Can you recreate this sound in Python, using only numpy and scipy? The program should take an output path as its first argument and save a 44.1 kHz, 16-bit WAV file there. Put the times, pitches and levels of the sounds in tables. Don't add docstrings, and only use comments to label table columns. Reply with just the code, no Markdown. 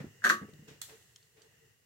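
import sys
import numpy as np
from scipy import signal
from scipy.fft import rfft, irfft
from scipy.io import wavfile

SR = 44100
rng = np.random.default_rng(int(sys.argv[2]) if len(sys.argv) > 2 else 0)


def transcribe(u):
    v = np.clip(np.atleast_2d(u).T, -1, 1)
    q = np.round(v * 32767).astype(np.int16)
    wavfile.write(sys.argv[1], SR, q)


N = 81585

# f/Hz, level/dB
ROOM_TONE_COLOUR = [(25, -18), (60, -5), (122, 4.5), (200, -9), (330, -15), (445, -5), (570, -17.5),
                    (900, -21.5), (1300, -21), (1650, -15.5), (1920, -6.5), (2300, -25.5), (2850, -9),
                    (3150, -22.5), (4100, -25.5), (5500, -21), (7200, -18.5), (10600, -32), (15500, -25)]
MIC_HISS_COLOUR = [(500, 0), (4000, -0.5), (7500, -1.5), (10500, -2), (15500, -2)]
# t/s, level/dB
ROOM_TONE_LEVEL = [(0, -61.5), (0.601, -62), (1.0, -65), (1.3, -70.5), (1.55, -66), (1.7, -67), (1.78, -73),
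                   (1.85, -72)]
# t/s, attack/s, t60/s, body level/dB, treble level/dB
HAND_RUSTLES = [(0.0, 0.0015, 0.29, -50, -60), (0.41, .015, 0.14, -54.5, -71),
                (0.477, 0.012, 0.15, -62.5, -85), (0.673, 0.011, 0.4, -57, -56.5),
                (0.879, 0.017, 0.39, -55.5, -59), (1.361, 0.013, 0.69, -66.5, -70)]
# f/Hz, level/dB
RUSTLE_BODY_COLOUR = [(100, -5.5), (250, -5.5), (450, 2), (600, -4), (1000, -10), (1900, -5), (3000, -18.5),
                      (6000, -37.5)]
RUSTLE_TREBLE_COLOUR = [(1200, -21), (2500, 2), (4200, -1), (5200, -3), (7000, -2.5), (10000, -16.5),
                        (15000, -14)]
# t/s, f/Hz, level/dB, t60/s, relative thud level/dB
HAND_BUMPS = [(0.001, 142.7, -38.5, 0.21, -5), (0.040, 223.7, -44.5, 0.11, 0),
              (0.064, 99, -48.5, 0.14, -2.5), (0.336, 155, -52.5, 0.25, 1.5),
              (0.412, 195.6, -44.5, 0.18, -1), (0.424, 211.6, -40.5, 0.13, -3.5),
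              (0.482, 439, -54, 0.15, 1), (0.528, 151.8, -48, 0.19, -6), (0.590, 154, -46, 0.13, -11.5),
              (0.620, 213.3, -54.5, 0.27, -6), (0.680, 145, -53, 0.13, -5), (0.709, 149, -52.5, 0.24, -5)]
# f/Hz, level/dB
BUMP_THUD_COLOUR = [(30, -34), (55, -30), (85, -5), (150, -3.5), (330, -6), (480, -13.5), (700, -26),
                    (1800, -39.5), (4000, -59)]
# t/s, relative levels of knock/dB, ring and scatter/dB, crack/dB, place (0 rim, 1 seated)
CLACK_ONSETS = [(0.22, -30, -31, -41, 0), (0.2326, -32, -25, -29.5, 0), (0.2404, -6.5, -10.5, -8.5, 0.0078),
                (0.2456, -2.5, -5, -7, 0.051), (0.2488, -9, -6.5, -8, 0), (0.2512, -6.5, -5, -5.5, 0),
                (0.2577, -9.5, -17.5, -15.5, 0.067), (0.2661, -5, -9, -7.5, 0), (0.2756, -11, -22.5, -8, 0),
                (0.292, -22.5, -26, -2, 1), (0.2984, 1.5, 2, -1, 0.96), (0.3015, -15, -14, -6.5, 1),
                (0.306, -9.5, -11.5, -10, 1)]
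# f/Hz, level struck at rim/dB, level struck seated/dB, t60/s
SHELL_MODES = [(217.5, -9.5, -13.5, 0.29), (231.7, -8, -21.5, 0.25), (322.8, -26.5, -15, 0.24),
               (361, -25.5, -17, .3), (389.6, -17, -21.5, .25), (518.7, -18.5, -20, .2),
               (587, -17.5, -23, 0.22), (719, -14.5, -26.5, 0.24), (1027, -10, -24.5, .15),
               (1135.7, -11, 1.5, 0.25), (1231.4, -6, -6.5, 0.24), (1303, -17, -15, .3),
               (1343, -12.5, -18.5, .2), (1451, -12.5, -13.5, 0.14), (1563, -1.5, -4.5, .2),
               (1612, -4.5, -11, .18), (1680, -14, -10.5, 0.22), (1795, -3.5, -11, 0.14),
               (1860, -7, -7.5, .17), (2078, -17.5, -14, .2), (2780, -21, -22, 0.23)]
# f/Hz, level/dB
SCATTER_COLOUR = [(70, -39.5), (150, -21), (220, -19), (380, -20.5), (600, -21.5), (900, -28), (1150, -5),
                  (1400, -6), (1600, 0), (1850, -1), (2300, -26.5), (4000, -45)]
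BRIGHT_CRACK_COLOUR = [(800, -18), (2400, 0), (4400, 0.5), (5000, -8.5), (6100, 1), (7600, -4.5),
                       (8500, -10), (12500, -10), (15000, -14)]
# (f/Hz, relative level/dB, t60/s)
SHARP_TICKS = [(0.8153, -34.5, -5.5, -8, 13000, [(1875, -18, 0.077), (3413, -16.5, 0.12),
               (4200, -14, 0.093), (6550, -10.5, .05), (7200, -8.5, .05), (7730, -6, 0.034)]),
               (1.0247, -57.5, 0, -24, 7070, [(3020, -5, .02)]),
               (1.1595, -50.5, 1.5, -13.5, 7600, [(3180, -3, 0.027), (4200, -5, 0.015), (5420, -0.5, .016),
               (6230, -4.5, 0.025), (6960, -3.5, .022)]), (1.227, -61, 2.5, -6, 6920, [(4520, -2, .02)]),
               (1.4180, -56, -4.5, -6, 7240, [(3100, -6, 0.027), (4610, 0, 0.029), (6060, -1.5, .02),
               (6530, -4, .02)]), (0.496, -68, 6.5, -28, 11820, [(8780, 4.5, .02)]),
               (0.5359, -60, 14, -21, 5970, [(3690, -6.5, .02)])]
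# f/Hz, level/dB
SPLAT_COLOUR = [(300, -23.5), (1000, -10.5), (1900, -6), (2700, -10), (3400, -0.5), (3800, -3.5),
                (4250, 0.5), (4700, -6.5), (5200, -4), (6300, -2), (7700, 1), (9500, -5), (15000, -3)]
# t/s, length/s, level/dB
HAND_RUBS = [(0.668, 0.069, -66), (0.904, 0.062, -61), (1.343, 0.066, -63.5), (1.408, 0.067, -61),
             (1.611, 0.076, -67)]
# f/Hz, level/dB
HOLLOW_COLOUR = [(200, -53), (350, -12.5), (410, -6), (445, 15), (490, -37), (600, -23), (800, -34),
                 (880, -12), (980, -43), (1200, -36)]


def undb(db):
    return 10 ** (np.asarray(db) / 20)


def since(start):
    return np.maximum(np.arange(N) / SR - start, 0)


def envelope(start, attack, t60, hold=0):
    t = since(start)
    return np.minimum(t / attack, 1) * np.exp(-np.log(1000) * np.maximum(t - attack - hold, 0) / t60)


def noise(colour, alike_hz=700, least_side=0.396):
    f = np.maximum(np.arange(N // 2 + 1) * SR / N, 1)
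    hz, db = np.array(colour, float).T
    gain = undb(np.interp(np.log(f), np.log(hz), db))
    mid, side = rfft(rng.standard_normal((2, N)))
    width = np.maximum(f / np.hypot(f, alike_hz), least_side) * np.array([[1], [-1]])
    x = irfft(gain * (mid + width * side), N)
    return x / np.sqrt(np.mean(x ** 2))


def room_tone_and_hiss(mic_hiss_db=-74.5):
    level_db = np.interp(since(0), *np.array(ROOM_TONE_LEVEL).T)
    room_tone = undb(level_db) * noise(ROOM_TONE_COLOUR, alike_hz=499.5)
    return room_tone + undb(mic_hiss_db) * noise(MIC_HISS_COLOUR)


def hand_rustles():
    out = 0
    for start, attack, t60, body_db, treble_db in HAND_RUSTLES:
        body = undb(body_db) * noise(RUSTLE_BODY_COLOUR)
        treble = undb(treble_db) * noise(RUSTLE_TREBLE_COLOUR)
        out += envelope(start, attack, t60) * (body + treble)
    return out


def hand_bumps():
    out = 0
    for start, hz, db, t60, thud_db in HAND_BUMPS:
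        resonance = np.sin(2 * np.pi * hz * since(start))
        thud = undb(thud_db) * noise(BUMP_THUD_COLOUR, alike_hz=885)
        out += undb(db) * envelope(start, attack=0.004, t60=t60) * (resonance + thud)
    return out


def panel_knock(start, hz=1632, peak_s=0.0014, right_lag_s=0.0001):
    t = np.array([since(start), since(start + right_lag_s)])
    age = t / peak_s
    return age ** 2 * np.exp(2 * (1 - age)) * np.sin(2 * np.pi * hz * t)


def shell_ring(start, place, swell_cycles=4.3, right_lag_s=0.00022):
    end = round(start * SR) + SR // 2
    t = np.array([since(start), since(start + right_lag_s)])[:, :end]
    ring = 0
    for hz, rim_db, seated_db, t60 in SHELL_MODES:
        gain = undb(rim_db + place * (seated_db - rim_db))
        swell = np.minimum(t * hz / swell_cycles, 1)
        decay = np.exp(-np.log(1000) * t / t60)
        ring += gain * swell * decay * np.sin(2 * np.pi * hz * t)
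    return np.pad(ring, ((0, 0), (0, N - end)))


def cistern_clack():
    out = 0
    for start, knock_db, ring_db, crack_db, place in CLACK_ONSETS:
        knock = undb(-12) * panel_knock(start)
        ring = undb(-25) * shell_ring(start, place)
        near_walls = undb(-23.5) * envelope(start, attack=0.003, t60=0.0838)
        room_tail = undb(-39.5) * envelope(start, attack=0.017, t60=0.3104)
        scatter = (near_walls + room_tail) * noise(SCATTER_COLOUR, alike_hz=450)
        crack_direct = undb(-28) * envelope(start, attack=0.00023, t60=0.02)
        crack_tail = undb(-35) * envelope(start, attack=0.004, t60=0.2)
        crack = (crack_direct + crack_tail) * noise(BRIGHT_CRACK_COLOUR)
        out += undb(knock_db) * knock + undb(ring_db) * (ring + scatter) + undb(crack_db) * crack
    return out


def ticks():
    out = 0
    for start, db, pan_db, room_db, cutoff_hz, pings in SHARP_TICKS:
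        pan = undb(np.array([[pan_db], [-pan_db]]) / 2)
        direct = pan * envelope(start, attack=0.00033, t60=0.0074, hold=0.0028)
        room_tail = undb(room_db) * envelope(start, attack=0.0051, t60=0.23)
        late_tail = undb(-25) * envelope(start, attack=0.015, t60=2.03)
        low_pass = signal.butter(2, cutoff_hz, fs=SR, output="sos")
        splat = np.hypot(direct, room_tail + late_tail) * signal.sosfilt(low_pass, noise(SPLAT_COLOUR))
        ring = 0
        for hz, ping_db, t60 in pings:
            tone = np.sin(2 * np.pi * hz * since(start))
            ring += undb(ping_db) * envelope(start, attack=0.00099, t60=t60) * tone
        out += undb(db) * (splat + pan * ring)
    return out


def hand_rubs():
    swell = 0
    for start, length, db in HAND_RUBS:
        progress = np.minimum(since(start) / length, 1)
        swell += undb(db) * np.sqrt(np.abs(np.sin(np.pi * progress)))
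    return swell * noise(HOLLOW_COLOUR)


def scene():
    return room_tone_and_hiss() + hand_rustles() + hand_bumps() + cistern_clack() + ticks() + hand_rubs()


def record(dry, low_cut_hz=70, top_hz=15900):
    low_cut = signal.butter(2, low_cut_hz, "high", fs=SR, output="sos")
    top_cut = signal.ellip(10, 0.2, 80, top_hz, fs=SR, output="sos")
    return signal.sosfilt(top_cut, signal.sosfilt(low_cut, dry))


dry = scene()
out = record(dry)
transcribe(out)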